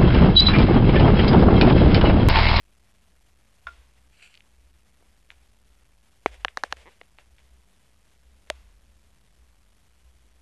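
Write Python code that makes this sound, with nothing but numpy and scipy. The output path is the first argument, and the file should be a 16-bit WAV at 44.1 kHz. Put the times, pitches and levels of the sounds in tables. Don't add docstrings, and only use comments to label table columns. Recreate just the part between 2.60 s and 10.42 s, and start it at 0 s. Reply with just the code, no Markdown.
import sys
import numpy as np
from scipy import signal
from scipy.fft import rfft, irfft, next_fast_len
from scipy.io import wavfile
from scipy.ndimage import uniform_filter1d

SR = 44100
rng = np.random.default_rng(int(sys.argv[2]) if len(sys.argv) > 2 else 0)


def generate_wav(sig):
    pcm = np.round(np.clip(np.atleast_2d(sig).T, -1, 1) * 32767).astype(np.int16)
    wavfile.write(sys.argv[1], SR, pcm)


def undo_db(level):
    steps = np.asarray(level, float) / 20
    return 10 ** steps


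N = 344773
SPOT_DETUNE = .015


def colour(x, points):
    size = next_fast_len(len(x))
    hz, db = np.transpose(points)
    f = np.maximum(np.arange(size // 2 + 1) * SR / size, 1)
    gain = undo_db(np.interp(np.log(f), np.log(hz), db))
    return irfft(rfft(x, size) * gain, size)[:len(x)]


def unit(x):
    return x / np.sqrt(np.mean(x ** 2))


def ring(modes, detune=0., length=.3, rise=1e-5, flip=False):
    t = np.arange(int(length * SR)) / SR
    total = 0
    for k, (hz, t60, db) in enumerate(modes):
        sign = (-1) ** (k * flip)
        decay = np.exp(-np.log(1000) * t / t60)
        total = total + sign * undo_db(db) * np.sin(2 * np.pi * hz * (1 + detune) * t) * decay
    return total * (1 - np.exp(-t / rise)) ** 2


def add(out, s, sound):
    i = int(s * SR)
    out[i:i + len(sound)] += sound[:N - i]


def wander(hold):
    k = int(hold * SR)
    return uniform_filter1d(rng.standard_normal(N // k + 1).repeat(k)[:N], k)


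def bursts(rows, rise, t60):
    t, power = np.arange(N) / SR, 0
    for s, hold, db in rows:
        attack = np.clip((t - s) / rise + 1, 0, 1) ** 2
        decay_db = 60 * np.maximum(t - s - hold, 0) / t60
        power = power + (attack * undo_db(db - decay_db)) ** 2
    return np.sqrt(power)


# pitch_hz, t60_s, level_db
ROOM_MODES = [(28.22, 0.16, 1), (48, 0.45, 1), (63, 0.4, 4.5), (72, .3, -3)]
# start_s, hold_s, level_db
SWELLS = [(1.06, 0.12, -53), (2.71, 0.11, -58.5), (3.665, 0.079, -47.5), (4.1, 0.064, -58),
          (4.69, 0.031, -62.5), (4.83, 0.015, -61), (5.66, 0.05, -62), (5.9, 0.19, -51), (6.2, 0.084, -57),
          (6.75, 0.1, -62), (7.45, 0.068, -57.5)]
RUMBLE_DB, RUMBLE_WANDER_DB, RUMBLE_WANDER_S = -64, 1.5, .12
SWELL_RISE_S, SWELL_T60_S = 0.012, 1


def rumble():
    modes = ring(ROOM_MODES, length=0.97, rise=0.027)
    shaken = signal.fftconvolve(rng.standard_normal(N + SR), modes)[SR:SR + N]
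    steady = undo_db(RUMBLE_DB + RUMBLE_WANDER_DB * wander(RUMBLE_WANDER_S))
    swelling = bursts(SWELLS, SWELL_RISE_S, SWELL_T60_S)
    return unit(shaken) * np.hypot(steady, swelling)


# pitch_hz, t60_s, level_db
HUM_MODES = [(100, 1.5, -4), (128, 1.2, 0), (190, 1.1, -1), (219, .9, 0)]
HUM_DB = -76


def hums():
    modes = ring(HUM_MODES, length=0.99, rise=0.03)
    driven = signal.fftconvolve(rng.standard_normal(N + SR), modes)[SR:SR + N]
    return undo_db(HUM_DB) * unit(driven)


# frequency_hz, level_db
HISS_SPECTRUM = [(50, -30.5), (85, -3), (108, -13), (139, -14), (431, -20), (569, -19), (1200, -23),
                 (3300, -23), (4000, -28), (22000, -28)]
HISS_DB = -69


def hiss():
    noise = colour(rng.standard_normal(N), HISS_SPECTRUM)
    top = signal.sosfilt(signal.butter(2, 300, "high", fs=SR, output="sos"), noise)
    return undo_db(HISS_DB + 0.3 * wander(0.12)) * noise / np.std(top)


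def rattling_blow():
    t = np.arange(SR // 20) / SR
    rattle = rng.standard_normal(len(t)) * np.exp(-t / 0.011) * 0.042
    rattle[0] = 1
    return rattle


def dulled(blow):
    return colour(blow, [(500, 0), (3300, -1), (4500, -9), (14000, -22)])


# pitch_hz, t60_s, level_db
HOLLOW_MODES = [(670, 0.035, -12), (880, 0.03, -16), (1104, 0.03, -7.5), (1254, 0.032, -9.5),
                (1340, 0.06, -14), (1390, 0.12, -8), (1434, 0.035, 1), (1650, 0.017, -7.5),
                (2100, 0.029, -10.5), (2320, 0.04, -14), (2780, 0.021, -20), (3530, 0.015, -7.5),
                (4250, 0.012, -15), (5000, 0.012, -16), (6900, 0.0073, -22)]
KNOCK_S, KNOCK_DB = 1.0693, -27.5
KNOCK_ROOM_DB = 42.5


def hollow_knock(blow):
    near, far = np.zeros(N), np.zeros(N)
    body = ring(HOLLOW_MODES, rise=0.00016)
    add(near, KNOCK_S, undo_db(KNOCK_DB) * signal.fftconvolve(blow, body))
    near = signal.sosfilt(signal.butter(6, 600, "high", fs=SR, output="sos"), near)
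    add(far, KNOCK_S, undo_db(KNOCK_DB + KNOCK_ROOM_DB) * dulled(blow))
    return near, far


# frequency_hz, level_db
WALL_SPECTRUM = [(200, -5), (500, 0), (1500, 0), (3300, -1.5), (4300, -4), (8000, -5), (14000, -11)]
EARLY_DB, EARLY_T60_S = -61, .07
LATE_DB, LATE_T60_S = -68.5, 0.79
SCATTER_DB, SCATTER_T60_S = -37, .016
CLOSE_ROOM_DB = -9


def walls(near, far):
    t = np.arange(SR // 2) / SR
    early = undo_db(EARLY_DB - 60 * t / EARLY_T60_S)
    late = undo_db(LATE_DB - 60 * t / LATE_T60_S)
    onset = 1 - np.exp(-t / 0.003)
    tail = unit(colour(rng.standard_normal(len(t)), WALL_SPECTRUM)) * (early + late) * onset
    scatter = rng.standard_normal(len(t)) * undo_db(SCATTER_DB - 60 * t / SCATTER_T60_S)
    scattered = signal.fftconvolve(near, scatter)
    reverberant = signal.fftconvolve(undo_db(CLOSE_ROOM_DB) * near + far, tail)
    return (scattered + reverberant)[:N]


def catches(spread_db, hold):
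    k = int(hold * SR)
    grain = rng.standard_normal(N)
    strengths = undo_db(spread_db * rng.exponential(size=N // k + 1))
    return grain * strengths.repeat(k)[:N]


# frequency_hz, level_db
BELLY_SPECTRUM = [(200, -19), (500, 2.5), (1200, -7.5), (2200, 0), (3400, -4), (4200, -9.5), (9000, -14),
                  (14000, -25)]
# start_s, hold_s, level_db
SHUFFLES = [(1.37, 0.0079, -66.5), (2.41, .02, -77.5), (2.71, 0.0031, -57), (2.81, 0.024, -71),
            (3.667, 0.012, -51), (3.715, 0.037, -53.5), (3.80, .015, -58.5), (3.886, .01, -58),
            (3.978, 0.0032, -50.5), (4.044, 0.0051, -48), (4.105, 0.019, -55.5), (4.165, 0.062, -55.5),
            (4.29, 0.038, -60.5), (4.59, 0.011, -58), (4.785, 0.0091, -62.5), (4.84, 0.039, -72),
            (5.872, 0.0089, -63.5)]
SHUFFLE_RISE_S, SHUFFLE_T60_S = 0.0069, 0.16


def belly_shuffle():
    belly = colour(catches(1.6, .0014), BELLY_SPECTRUM)
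    return unit(belly) * bursts(SHUFFLES, SHUFFLE_RISE_S, SHUFFLE_T60_S)


# pitch_hz, width_hz of one filter pass, level_db
SCALES = [(677, 600, -10), (1760, 900, -5), (2550, 1100, 4), (4170, 1500, -3), (5600, 1500, -8),
          (7000, 2200, -8)]
# start_s, hold_s, level_db
STROKES = [(1.52, 0.045, -66), (1.572, 0.039, -58.5), (1.622, 0.036, -50.5), (1.70, 0.038, -60.5)]
STROKE_RISE_S, STROKE_T60_S = 0.0053, 0.2


def tail_drag():
    tail, grains = 0, catches(2.0, .003)
    for hz, width_hz, db in SCALES:
        peak = signal.iirpeak(hz, hz / width_hz, SR)
        once = signal.lfilter(*peak, grains)
        tail = tail + undo_db(db) * signal.lfilter(*peak, once)
    return unit(tail) * bursts(STROKES, STROKE_RISE_S, STROKE_T60_S)


# pitch_hz, t60_s in a full tap, level_db
TICK_MODES = [(4150, .007, -8), (5280, .003, -7), (6400, .0022, -4), (8700, 0.0028, -15.5),
              (10500, .002, -19), (12900, 0.0031, -13)]


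def tick(detune, ring_share=1):
    modes = [(hz, ring_share * t60, db) for hz, t60, db in TICK_MODES]
    return ring(modes, detune, rise=.00024, flip=True)


# share of the pitch, t60_s, level_db
TIP_MODES = [(1.0, .0025, 0), (1.32, .0018, 1.5), (1.87, .003, -8.5)]


def tip(hz, tick_db, chance):
    modes = [(share * hz, t60, db) for share, t60, db in TIP_MODES]
    claw = ring(modes, rise=.00033, flip=True)
    return undo_db(tick_db) * tick(.05 * chance, ring_share=.45) - claw


# start_s, level_db, pitch_hz, tick_db relative to level_db
TIPS = [(1.598, -31, 2100, -14), (1.7416, -27.5, 2320, -1), (1.748, -31.5, 2300, -4),
        (1.7528, -28, 2600, -2), (1.7746, -28, 2530, -4), (1.777, -36, 2480, -8), (1.806, -26.5, 2300, -4),
        (2.7036, -16.5, 1910, -14.5), (2.7155, -29, 1890, -20), (3.6643, -11, 2110, -12),
        (3.678, -30.5, 1900, -4), (3.735, -37.5, 2200, 1), (3.831, -38.5, 1424, -12),
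        (3.8825, -7, 1850, -24.5), (4.4145, -23.5, 2050, -18), (4.434, -39, 2000, -12),
        (4.5858, -25, 2190, -22), (4.7831, -34, 1900, -18)]


def claw_tips():
    out = np.zeros(N)
    for (s, db, hz, tick_db), chance in zip(TIPS, rng.standard_normal(len(TIPS))):
        add(out, s, undo_db(db) * tip(hz, tick_db, chance))
    return out


# share of the pitch, t60_s, level_db
SNAP_MODES = [(0.99, 0.0062, 1.5), (0.91, .0045, -1), (.58, 0.0046, 5)]
# pitch_hz, t60_s, level_db
BOARD_MODES = [(163, 0.024, -35), (302, 0.0086, -18), (486, 0.013, -19), (733, 0.015, -20.5)]
CLACK_BASE_HZ, CLACK_PER_SNAP, CLACK_T60_S = 1080, 1.03, .0029
TOE_HZ, TOE_T60_S, TOE_DB, TOE_LAG_S = 650, 0.0055, -25.5, 0.0029
BOARD_RISE_S, BOARD_LAG_S, TICK_LAG_S = .001, .002, .0005


def tap(hz, clack_db, tick_db, chance):
    spot = SPOT_DETUNE * chance
    snap = ring([(share * hz, t60, db) for share, t60, db in SNAP_MODES], rise=.00115, flip=True)
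    clack = ring([(CLACK_BASE_HZ + CLACK_PER_SNAP * hz, CLACK_T60_S, clack_db)], rise=.00035)
    high = undo_db(tick_db) * np.roll(tick(spot[0]), int(TICK_LAG_S * SR))
    toe = ring([(TOE_HZ, TOE_T60_S, TOE_DB)], spot[1], rise=BOARD_RISE_S)
    board = ring(BOARD_MODES, spot[2], rise=BOARD_RISE_S)
    late = np.roll(toe, int(TOE_LAG_S * SR)) + np.roll(board, int(BOARD_LAG_S * SR))
    return snap + clack + high + late


# start_s, level_db, snap pitch_hz,
# clack_db and tick_db relative to level_db
TAPS = [(2.41, -38, 600, -25, -35), (2.425, -32, 570, -11, -38), (2.7206, -36, 1500, -6, -18),
        (3.8477, 3, 1800, 0, -13.5), (3.972, -1, 1840, -32, -9), (4.0359, 2.5, 1736, -21, -11.5),
        (4.1247, -1.5, 1750, -3, -8), (4.4133, -20.5, 950, 1.5, -20), (4.5856, -28, 1350, -0.5, -31)]


def foot_taps():
    out = np.zeros(N)
    chances = rng.standard_normal((len(TAPS), 3))
    for (s, db, hz, clack_db, tick_db), chance in zip(TAPS, chances):
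        add(out, s, undo_db(db) * tap(hz, clack_db, tick_db, chance))
    return out


# pitch_hz, t60_s, level_db
SLAP_MODES = [(440, 0.013, -12), (720, .008, -9), (900, .0035, 1), (2200, 0.0088, -10), (5030, 0.0037, -19),
              (6100, .003, -16), (9500, .002, -26)]


def body_slap():
    out = np.zeros(N)
    add(out, 3.6603, undo_db(4) * ring(SLAP_MODES, rise=0.00027))
    return out


# pitch_hz, t60_s, level_db
SLIP_MODES = [(471, .009, -4.5), (950, 0.0092, -2.5), (1950, 0.0055, 0.5), (2800, .002, -6),
              (4600, 0.0023, -19)]
JUDDER_S, JUDDER_PEAK_S, JUDDER_END_S = 4.2574, 4.277, 4.294
SLIPS_PER_S, SPEEDUP_PER_S2 = 145, 1900
JUDDER_DB, SWELL_DB_PER_S, FADE_DB_PER_S = -35.5, 200, 500


def claw_judder():
    out = np.zeros(N)
    t = np.arange(JUDDER_S, JUDDER_END_S, 1 / SR)
    rate = SLIPS_PER_S + SPEEDUP_PER_S2 * (t - JUDDER_S)
    slips = t[np.diff(np.floor(np.cumsum(rate) / SR), prepend=-1) > 0]
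    for at, chance in zip(slips, rng.standard_normal(len(slips))):
        late = at - JUDDER_PEAK_S
        db = JUDDER_DB + min(SWELL_DB_PER_S * late, -FADE_DB_PER_S * late)
        add(out, at, undo_db(db) * ring(SLIP_MODES, SPOT_DETUNE * chance, rise=.0001))
    return out


# pitch_hz, t60_s, level_db
CRACK_MODES = [(1850, 0.0028, -2.5), (3350, 0.0024, -4), (4600, 0.0019, -5.5), (6680, 0.0027, -12.5),
               (8820, 0.002, -10.5), (11500, .002, -20)]


def claw_crack():
    out = np.zeros(N)
    add(out, 5.9008, undo_db(-4.5) * ring(CRACK_MODES, rise=.00008, flip=True))
    return out


# pitch_hz, t60_s, level_db
PLANK_MODES = [(440, 0.019, -8), (621, 0.026, 4.5), (845, 0.014, 0)]
PLANK_S, PLANK_DB = 5.9012, -18.5
PLANK_ROOM_DB = 30.7


def loose_plank(blow):
    near, far = np.zeros(N), np.zeros(N)
    add(near, PLANK_S, undo_db(PLANK_DB) * ring(PLANK_MODES, rise=0.00087))
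    add(far, PLANK_S, undo_db(PLANK_DB + PLANK_ROOM_DB) * dulled(blow))
    return near, far


def scene():
    claws = foot_taps() + claw_tips() + body_slap() + claw_judder() + claw_crack()
    blow = rattling_blow()
    knock, knock_far = hollow_knock(blow)
    plank, plank_far = loose_plank(blow)
    hits = claws + knock + plank + walls(claws, knock_far + plank_far)
    hits = hits + tail_drag() + belly_shuffle()
    hits = signal.sosfilt(signal.butter(2, 270, "high", fs=SR, output="sos"), hits)
    return np.tile(hits + rumble() + hums() + hiss(), (2, 1))


def band_limit(x):
    return signal.sosfilt(signal.butter(12, 14220, fs=SR, output="sos"), x)


# frequency_hz, level_db
TREBLE_CUT = [(2000, 0), (4500, -2), (9000, -3.5), (11900, -4.5), (12300, -11), (12750, -15), (13600, -24),
              (15000, -34)]
STEP = .00165
BLUR_DB = -77


def record(dry):
    dry = .8 * np.tanh(dry / .8)
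    blur = undo_db(BLUR_DB) * colour(rng.standard_normal(N), [(300, 4), (3000, 0), (12000, -3)])
    stepped = STEP * np.floor(dry / STEP)
    dull = np.array([colour(side + blur, TREBLE_CUT) for side in stepped])
    skew = 0.055 * np.gradient(dull, axis=1) * np.array([[1], [-1]])
    return band_limit(dull + skew)


dry = scene()
out = record(dry)
generate_wav(out)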